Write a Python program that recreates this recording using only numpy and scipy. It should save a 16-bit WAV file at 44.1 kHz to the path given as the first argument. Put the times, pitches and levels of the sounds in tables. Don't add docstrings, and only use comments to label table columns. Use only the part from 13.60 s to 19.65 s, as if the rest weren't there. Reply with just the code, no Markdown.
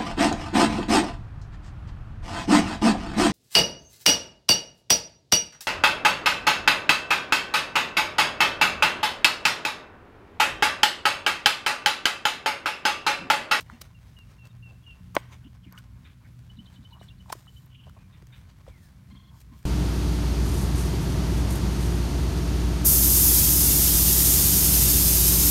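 import sys
import numpy as np
from scipy import signal
from scipy.fft import rfft
from scipy.io import wavfile
from scipy.ndimage import map_coordinates

SR = 44100
rng = np.random.default_rng(int(sys.argv[2]) if len(sys.argv) > 2 else 0)


def put_to_file(sound):
    columns = np.atleast_2d(sound).T
    safe = np.clip(columns, -1, 1)
    whole_steps = np.round(safe * 32767)
    wavfile.write(sys.argv[1], SR, whole_steps.astype(np.int16))


N = 266937

# frequency in Hz, gain in dB.
BARK_COLOUR = [(300, 3.5), (900, 5), (2000, 2), (3200, 1.5), (4300, 1), (6200, -0.5), (7300, -3.5),
               (8500, -2.5), (10700, -10.5), (12300, -6), (16000, -10.5)]
SLUR_RISE_SHARE = 0.298


def undb(db):
    return 10 ** (np.asarray(db) / 20)


def unit(x):
    return x / np.sqrt(np.mean(x ** 2))


def add(out, start_s, x):
    i = int(round(start_s * SR))
    a, b = max(i, 0), min(i + len(x), N)
    out[a:b] += x[a - i:b - i]


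def colour(x, points, tilt_db=0):
    hz, db = np.transpose(points)
    octave = np.log2(np.fft.rfftfreq(len(x), 1 / SR) + 1)
    gain_db = np.interp(octave, np.log2(hz), db)
    gain_db = gain_db + tilt_db * np.maximum(octave - np.log2(1000), 0)
    return unit(np.fft.irfft(rfft(x) * undb(gain_db), len(x)))


def walk(rate_hz, n):
    knots = np.arange(n) / SR * rate_hz
    return map_coordinates(rng.standard_normal(8192), [knots], order=2, mode="mirror")


def random_clicks(n, grain_db, cap, per_s):
    sizes = undb(grain_db * np.minimum(rng.exponential(size=n), cap))
    return sizes * rng.choice([-1, 1], n) * (rng.random(n) < per_s / SR)


def motor(waver_db=3.5):
    orders_db = [-6.5, 1, -6.5, -15, -24.5]
    firing_hz, rise_hz_per_s = 58.4, 0.9
    peak_db, loudest_s, fade_db_per_s = -54, 2.67, 2.04
    t = np.arange(N) / SR
    hz = (firing_hz + rise_hz_per_s * t) * (1 + 0.0035 * walk(11, N))
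    phase = 2 * np.pi * np.cumsum(hz) / SR
    drone = np.zeros(N)
    for k, order_db in enumerate(orders_db, 1):
        level = undb(order_db + waver_db * walk(4.7, N))
        drone += level * np.sin(k * phase + 2 * np.pi * rng.random())
    return np.sqrt(2) * drone * undb(peak_db - fade_db_per_s * np.abs(t - loudest_s))


def air(level_db=-50, drift_db=0.9):
    # frequency in Hz, relative density in dB per Hz.
    air_colour = [(22, -34.5), (40, -12), (55, -1), (110, -4), (160, -9), (240, -21), (380, -32),
                  (800, -45), (1400, -36.5), (2600, -41), (4500, -44), (9000, -49.5), (10500, -48),
                  (15800, -51.5)]
    return colour(rng.standard_normal(N), air_colour) * undb(level_db + drift_db * walk(7, N))


def slab(centre_hz, spread_oct, tuning=1):
    # mode in Hz before tuning, width in Hz, level in dB.
    modes = [(325, 130, -1), (614, 95, 4.5), (790, 130, -9.5), (907, 140, -0.5), (1049, 91, 3.5),
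             (1550, 120, -3.5), (1892, 180, -12.5), (2260, 170, -5.5), (3200, 250, -12), (3520, 550, -16),
             (4270, 390, -22), (6110, 500, -37.5)]
    f = np.fft.rfftfreq(4096, 1 / SR) + 1
    hz, width_hz, db = np.transpose(modes)[:, :, None]
    detune = (f ** 2 - (hz * tuning) ** 2) / (f * width_hz)
    power = np.sum(undb(db) ** 2 / (1 + detune ** 2), axis=0)
    gain = np.sqrt(power) * np.exp(-.5 * (np.log2(f / centre_hz) / spread_oct) ** 2)
    cepstrum = np.fft.irfft(np.log(gain + gain.max() / 1000))
    half = len(cepstrum) // 2
    folded = np.r_[cepstrum[0], 2 * cepstrum[1:half]]
    return np.fft.irfft(np.exp(np.fft.rfft(folded, 2 * half)))[:half]


def grass(rustle_db=-71, wood_db=-73.0, stir_db=6.0):
    def ticks():
        return random_clicks(N, 3.0, 3, per_s=400) * undb(stir_db * np.tanh(walk(22, N)))
    murmur = unit(signal.fftconvolve(ticks(), slab(1520, 1.0))[:N])
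    rustle = colour(ticks(), BARK_COLOUR, tilt_db=-2.5)
    return undb(rustle_db) * rustle + undb(wood_db) * murmur


def fibres(table, rise_share, grain_db, per_s, ring_db):
    out, t = np.zeros(N), np.arange(-8192, 16384) / SR
    hz = np.linspace(300, 16000, 48)
    bark_hz, bark_gain_db = np.transpose(BARK_COLOUR)
    bark_db = np.interp(np.log(hz), np.log(bark_hz), bark_gain_db)
    for peak_s, db, fall_s, tilt_db in table:
        shape = np.exp(-np.maximum(-t / rise_share, t) / fall_s)
        clicks = random_clicks(len(t), grain_db, 4, per_s)
        spot = np.c_[hz, bark_db + ring_db * rng.standard_normal(len(hz))]
        cluster = colour(clicks * shape, spot, tilt_db)
        add(out, peak_s + t[0], cluster * np.sqrt(np.mean(shape ** 2)) * undb(db))
    return out


def snaps():
    # peak in seconds, level in dB, fall constant in seconds, tilt in dB per octave.
    snap_rows = [(.009, -41, 0.0064, 1), (.027, -54.5, 0.0036, 1), (.0995, -52, 0.0013, 0),
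                 (.2166, -35, 0.0038, 3), (.589, -49, 0.0018, -2), (.855, -51.5, 0.0027, 0),
                 (.872, -53, 0.0025, 0), (1.5484, -39, 0.0012, -5), (1.5518, -28.5, 0.00093, 8),
                 (1.5538, -37, 0.0041, -1.5), (1.5675, -20, 0.0022, -9), (2.125, -47, 0.0011, -0.5),
                 (2.182, -53.5, 0.013, 1), (2.1877, -46, 0.001, 1), (2.792, -55, 0.0016, -1.5),
                 (3.7008, -43, 0.0054, -2), (3.7264, -28.5, 0.0034, 1.5), (3.734, -44, .003, 4),
                 (4.0608, -49.5, 0.003, 18), (4.2965, -52.5, 0.0011, 5), (4.6235, -51, 0.0017, -1.5),
                 (4.6704, -49, 0.00076, 3), (5.805, -53, 0.003, 3), (5.815, -53.5, 0.0048, 2.5),
                 (6.0295, -52, 0.0015, 2)]
    return fibres(snap_rows, rise_share=0.64, grain_db=1.5, per_s=14000, ring_db=1.5)


def knocks(bend_hz=800, bend_q=0.94):
    # start in seconds, peak in dB, centre of the excited modes in Hz, their spread in octaves,
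    # tuning of the modes under the grip as a ratio.
    contacts = [(0.0986, -32, 1390, 0.36, 0.9), (1.5526, -29, 1190, 0.64, 1.05),
                (1.5664, -6, 960, 1.76, 0.98), (1.5708, -24.5, 797, 0.81, 0.98),
                (1.5736, -24, 850, 0.73, 0.91), (2.1575, -47, 1300, 0.38, 1.2),
                (2.178, -42, 2080, 0.67, .97), (3.4126, -39, 520, 0.78, 1.13), (3.659, -47, 1060, 0.4, 1),
                (3.7, -30, 830, 0.26, 0.84), (3.7269, -21, 1150, 0.45, 0.99),
                (3.751, -41.5, 368, 0.48, 1.04), (3.869, -48, 1310, 0.64, 1.24),
                (4.2685, -44.5, 560, 0.66, 1.08), (4.296, -47.5, 1330, 0.42, 1.34),
                (4.6239, -52, 396, 0.26, 1.03), (5.066, -46.5, 800, 1.4, 1.25),
                (5.077, -39.5, 537, 0.29, 0.87)]
    out, w = np.zeros(N), 2 * np.pi * bend_hz
    allpass = signal.bilinear([1, -w / bend_q, w * w], [1, w / bend_q, w * w], SR)
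    for start_s, peak_db, centre_hz, spread_oct, tuning in contacts:
        ring = signal.lfilter(*allpass, slab(centre_hz, spread_oct, tuning))
        add(out, start_s, ring * undb(peak_db) / np.abs(ring).max())
    return out


def bumps(soil_hz=232.2, swell_s=0.013):
    # start in seconds, envelope peak in dB.
    pushes = [(0.119, -43), (1.847, -43.5), (2.055, -47), (2.975, -42), (3.184, -46), (5.511, -45.5),
              (5.912, -46)]
    out, t = np.zeros(N), np.arange(SR // 6) / SR
    shape = t / swell_s * np.exp(1 - t / swell_s)
    for start_s, db in pushes:
        phase = 2 * np.pi * np.cumsum(soil_hz * (1 + 0.14 * walk(170, len(t)))) / SR
        add(out, start_s, undb(db) * shape * np.sin(phase))
    return out


def scrapes():
    # peak in seconds, level in dB, fall constant in seconds, tilt in dB per octave.
    slides = [(.13, -54.5, 0.054, -5), (.25, -56, 0.03, -1.5), (.49, -64, 0.068, -1),
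              (.71, -59.5, 0.044, -3), (.86, -58, 0.022, -2.5), (1.115, -62.5, 0.036, -7),
              (1.585, -52, .012, 1), (1.635, -60, 0.06, -3.5), (1.733, -50, 0.019, -3),
              (3.14, -61, 0.03, -1.5), (3.335, -67, 0.015, 7), (3.438, -59, 0.02, 1),
              (3.77, -59.5, 0.088, 2), (3.97, -65, 0.09, 4), (4.77, -66, 0.054, 2.5), (4.9, -59, 0.019, -3),
              (5.085, -55.5, 0.018, -3.5), (5.245, -63, 0.065, 2.5), (5.78, -63.5, 0.055, 3),
              (5.99, -63, 0.04, 4)]
    return fibres(slides, rise_share=0.94, grain_db=1.0, per_s=1700, ring_db=3.0)


def whistle(length_s, start_hz, end_hz, hoarse_hz, harmonics_db=(0,), onset_s=0.0017, fade_s=0.011, arch_hz=0):
    t = np.arange(int(length_s * SR)) / SR
    hz = start_hz + (end_hz - start_hz) * (t / length_s) ** 0.78
    hz = hz + hoarse_hz * walk(905.4, len(t)) * 1.4
    hz = hz + arch_hz * (np.sin(np.pi * t / length_s) - 2 / np.pi)
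    phase = 2 * np.pi * np.cumsum(hz) / SR
    flutter = unit(undb(min(hoarse_hz / 20, 4.5) * walk(130, len(t))))
    ramp = np.minimum(np.minimum(t / onset_s, (length_s - t) / fade_s), 1)
    shape = np.sin(np.pi / 2 * ramp) ** 2
    tone = sum(undb(db) * np.sin(k * phase) for k, db in enumerate(harmonics_db, 1))
    return np.sqrt(2) * shape * flutter * tone


def swell(note, growth_db):
    t, along = np.arange(len(note)) / SR, np.linspace(0, 1, len(note))
    catch_db = -4 * np.exp(-.5 * ((t - 0.025) / 0.006) ** 2)
    swell_db = 2.5 * (np.sin(np.pi * along) - 2 / np.pi)
    return note * undb(swell_db + catch_db + growth_db * (along - .5))


def sagging_whistles(end_hz=2665, hoarse_hz=8):
    # start in seconds, length in seconds, start pitch in Hz, level in dB before the swell,
    # growth over the note in dB.
    calls = [(0.132, 0.044, 2760, -64, 0), (0.346, 0.058, 2810, -66, -9), (0.566, 0.088, 2925, -60.5, -13),
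             (0.784, 0.091, 2770, -58, 7.5), (1.025, 0.096, 2775, -54, 3),
             (1.264, 0.089, 2880, -53.5, -4.5)]
    out = np.zeros(N)
    for start_s, length_s, start_hz, db, growth_db in calls:
        note = whistle(length_s, start_hz, end_hz, hoarse_hz)
        add(out, start_s, undb(db) * swell(note, growth_db))
    return out


def slurs(fade_share=0.42):
    # start in seconds, length in seconds, start and end pitch in Hz, level in dB,
    # hoarseness in Hz before the whistle's own gain.
    calls = [(0.896, 0.026, 3730, 3640, -68, 30), (1.226, .034, 3430, 3220, -70, 40),
             (1.22, 0.15, 2980, 2860, -66, 109), (1.834, 0.058, 3090, 2790, -63.5, 149),
             (2.027, 0.039, 3230, 2800, -62, 110), (2.039, 0.078, 2670, 1950, -66.5, 150),
             (4.07, .28, 3000, 2873, -63, 140), (4.347, .17, 2750, 2230, -71.5, 80),
             (5.048, 0.29, 2640, 1464, -69, 50)]
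    out = np.zeros(N)
    for start_s, length_s, start_hz, end_hz, db, hoarse_hz in calls:
        note = whistle(length_s, start_hz, end_hz, hoarse_hz,
                       onset_s=SLUR_RISE_SHARE * length_s, fade_s=fade_share * length_s)
        add(out, start_s, undb(db) * note)
    return out


def pings(onset_s=0.0004):
    # start in seconds, level in dB before onset and decay, pitch in Hz, t60 in seconds.
    splinters = [(1.552, -26.5, 6760, 0.0078), (2.1245, -39, 11750, 0.01), (2.177, -39, 2930, 0.029),
                 (2.181, -44.5, 1470, 0.052)]
    out, t = np.zeros(N), np.arange(SR // 10) / SR
    for start_s, db, hz, t60_s in splinters:
        shape = (1 - np.exp(-t / onset_s)) * np.exp(-np.log(1000) * t / t60_s)
        add(out, start_s, undb(db) * shape * np.sin(2 * np.pi * hz * t))
    return out


def rubs(slips_per_s=1300):
    # peak in seconds, level in dB, half length (Gaussian sigma) in seconds, centre in Hz,
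    # spread in octaves.
    strokes = [(1.733, -59, .018, 980, 0.35), (2.131, -59, 0.0073, 1300, 0.48),
               (2.159, -57.5, 0.028, 1450, 0.36), (2.66, -62, 0.011, 1830, 0.31),
               (3.323, -58.5, 0.011, 910, 0.12), (3.368, -57.5, 0.017, 1100, 0.44),
               (3.435, -60, 0.011, 1900, 0.42), (3.695, -57, 0.013, 910, 0.47),
               (4.278, -55.5, 0.0061, 546, 0.88), (4.372, -54.5, 0.0065, 750, 0.83),
               (5.738, -63, 0.027, 1040, 0.37), (5.943, -63.5, 0.018, 1030, 0.22)]
    out, t = np.zeros(N), np.arange(-SR // 6, SR // 6) / SR
    for peak_s, db, half_s, centre_hz, spread_oct in strokes:
        slips = rng.uniform(-0.36, 1, len(t)) * (rng.random(len(t)) < slips_per_s / SR)
        shape = np.exp(-.5 * (t / half_s) ** 2)
        murmur = unit(signal.fftconvolve(slips, slab(centre_hz, spread_oct))[:len(t)] * shape)
        add(out, peak_s + t[0], undb(db) * murmur * np.sqrt(np.mean(shape ** 2)))
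    return out


def rasp(rough_db=3, swell_s=0.019, tail_s=0.071, tail_db=-6):
    # frequency in Hz, gain in dB.
    rasp_colour = [(600, -19.5), (1200, -6), (2200, -2), (3100, -6), (4000, -8.5), (5500, -45)]
    t = np.arange(SR // 2) / SR
    body = t / swell_s * np.exp(1 - t / swell_s)
    tail = undb(tail_db) * np.minimum(t / swell_s, 1) * np.exp(-t / tail_s)
    rough = rng.standard_normal(len(t)) * undb(rough_db * walk(296, len(t)))
    return colour(rough, rasp_colour) * np.hypot(body, tail)


def scolds(length_s=0.05, hz=3690, hoarse_hz=60):
    # start in seconds, note level in dB, rasp level in dB.
    calls = [(2.444, -63, -59), (4.525, -69, -65.5), (4.722, -63, -58)]
    out = np.zeros(N)
    for start_s, note_db, rasp_db in calls:
        add(out, start_s, undb(note_db) * whistle(length_s, hz, hz, hoarse_hz, fade_s=0.043))
        add(out, start_s, undb(rasp_db) * rasp())
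    return out


def chip(hz, glide_hz, peak_s=0.011):
    note = whistle(0.044, hz, hz + glide_hz, hoarse_hz=30, arch_hz=70)
    age = np.arange(len(note)) / SR / peak_s
    return note * (age * np.exp(1 - age)) ** 3


def chips():
    # start of the note in seconds, pitch in Hz, glide in Hz, note level in dB, lisp level in dB.
    calls = [(2.893, 2944, 34, -54.5, -75), (2.984, 2942, 125.5, -50.5, -66),
             (3.067, 3040, 180, -58, -63.5), (3.156, 3000, 60, -61, -62), (3.244, 3050, -48, -53.5, -65),
             (3.324, 3077, -330, -52, -64), (3.41, 2920, 59, -58.5, -64), (3.497, 2690, 257, -57.5, -60),
             (3.596, 3035, -150, -56.5, -71), (3.872, 2990, 2, -53.5, -73), (3.959, 3020, 0, -53.5, -70)]
    lisp_lead_s, lisp_s, lisp_ratio, fall_hz, hoarse_hz = 0.021, 0.039, 1.31, 452, 208
    out = np.zeros(N)
    for start_s, hz, glide_hz, note_db, lisp_db in calls:
        high_hz = hz * lisp_ratio
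        lisp = whistle(lisp_s, high_hz + fall_hz / 2, high_hz - fall_hz / 2, hoarse_hz,
                       onset_s=0.0087, fade_s=0.024)
        add(out, start_s - lisp_lead_s, undb(lisp_db) * lisp)
        add(out, start_s, undb(note_db) * chip(hz, glide_hz))
    return out


def chatter():
    nasal_db = [-2, -3, -9, -1]
    squeak_levels_db = [-69, -61, -67, -66, -67]
    start_s, period_s, note_s = 5.502, 0.0415, 0.028
    base_hz, scatter, rise_hz, patchy_db = 1055, 0.0072, 18, 2.5
    first_db, fade_db_per_s = -65.5, 27
    squeak_lag_s, squeak_s, squeak_hz, squeak_rise_hz = 0.013, 0.03, 3230, 130
    out = np.zeros(N)
    for k, squeak_db in enumerate(squeak_levels_db):
        late_s = k * period_s
        hz = base_hz * (1 + scatter * rng.standard_normal())
        harmonics_db = nasal_db + patchy_db * rng.uniform(-0.76, 1, len(nasal_db))
        note = whistle(note_s, hz - rise_hz / 2, hz + rise_hz / 2, hoarse_hz=24,
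                       harmonics_db=harmonics_db, onset_s=SLUR_RISE_SHARE * note_s)
        squeak = whistle(squeak_s, squeak_hz, squeak_hz + squeak_rise_hz, hoarse_hz=80)
        add(out, start_s + late_s, undb(first_db - fade_db_per_s * late_s) * note)
        add(out, start_s + late_s + squeak_lag_s, undb(squeak_db) * squeak)
    return out


def foliage(x, near_db, near_t60_s, far_db, far_t60_s):
    # frequency in Hz, gain in dB.
    echo_colour = [(150, 0), (500, -10), (1200, 3), (3500, 8), (8000, -9), (16000, -16.5)]
    t = np.arange(SR) / SR
    power = np.zeros(len(t))
    for db, t60_s in [(near_db, near_t60_s), (far_db, far_t60_s)]:
        decay = unit(np.exp(-np.log(1000) * t / t60_s))
        power += (undb(db) * decay) ** 2 / len(t)
    noise = colour(rng.standard_normal(len(t)), echo_colour)
    scatter = unit(noise * undb(0.92 * walk(150, len(t))))
    return x + signal.fftconvolve(x, np.sqrt(power) * scatter)[:N]


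def scene():
    wood = grass() + snaps() + knocks() + bumps() + scrapes() + pings() + rubs()
    birds = sagging_whistles() + slurs() + scolds() + chips() + chatter()
    close = foliage(wood, near_db=-25, near_t60_s=.07, far_db=-30, far_t60_s=.6)
    distant = foliage(birds, near_db=-15, near_t60_s=.09, far_db=-22, far_t60_s=.7)
    return (close + distant + motor() + air())[None]


def record(dry, bass_hz=35, top_hz=15900):
    bass_cut = signal.butter(3, bass_hz, "highpass", fs=SR, output="sos")
    top_cut = signal.ellip(10, .2, 70, top_hz, fs=SR, output="sos")
    return signal.sosfilt(top_cut, signal.sosfilt(bass_cut, dry))


dry = scene()
out = record(dry)
put_to_file(out)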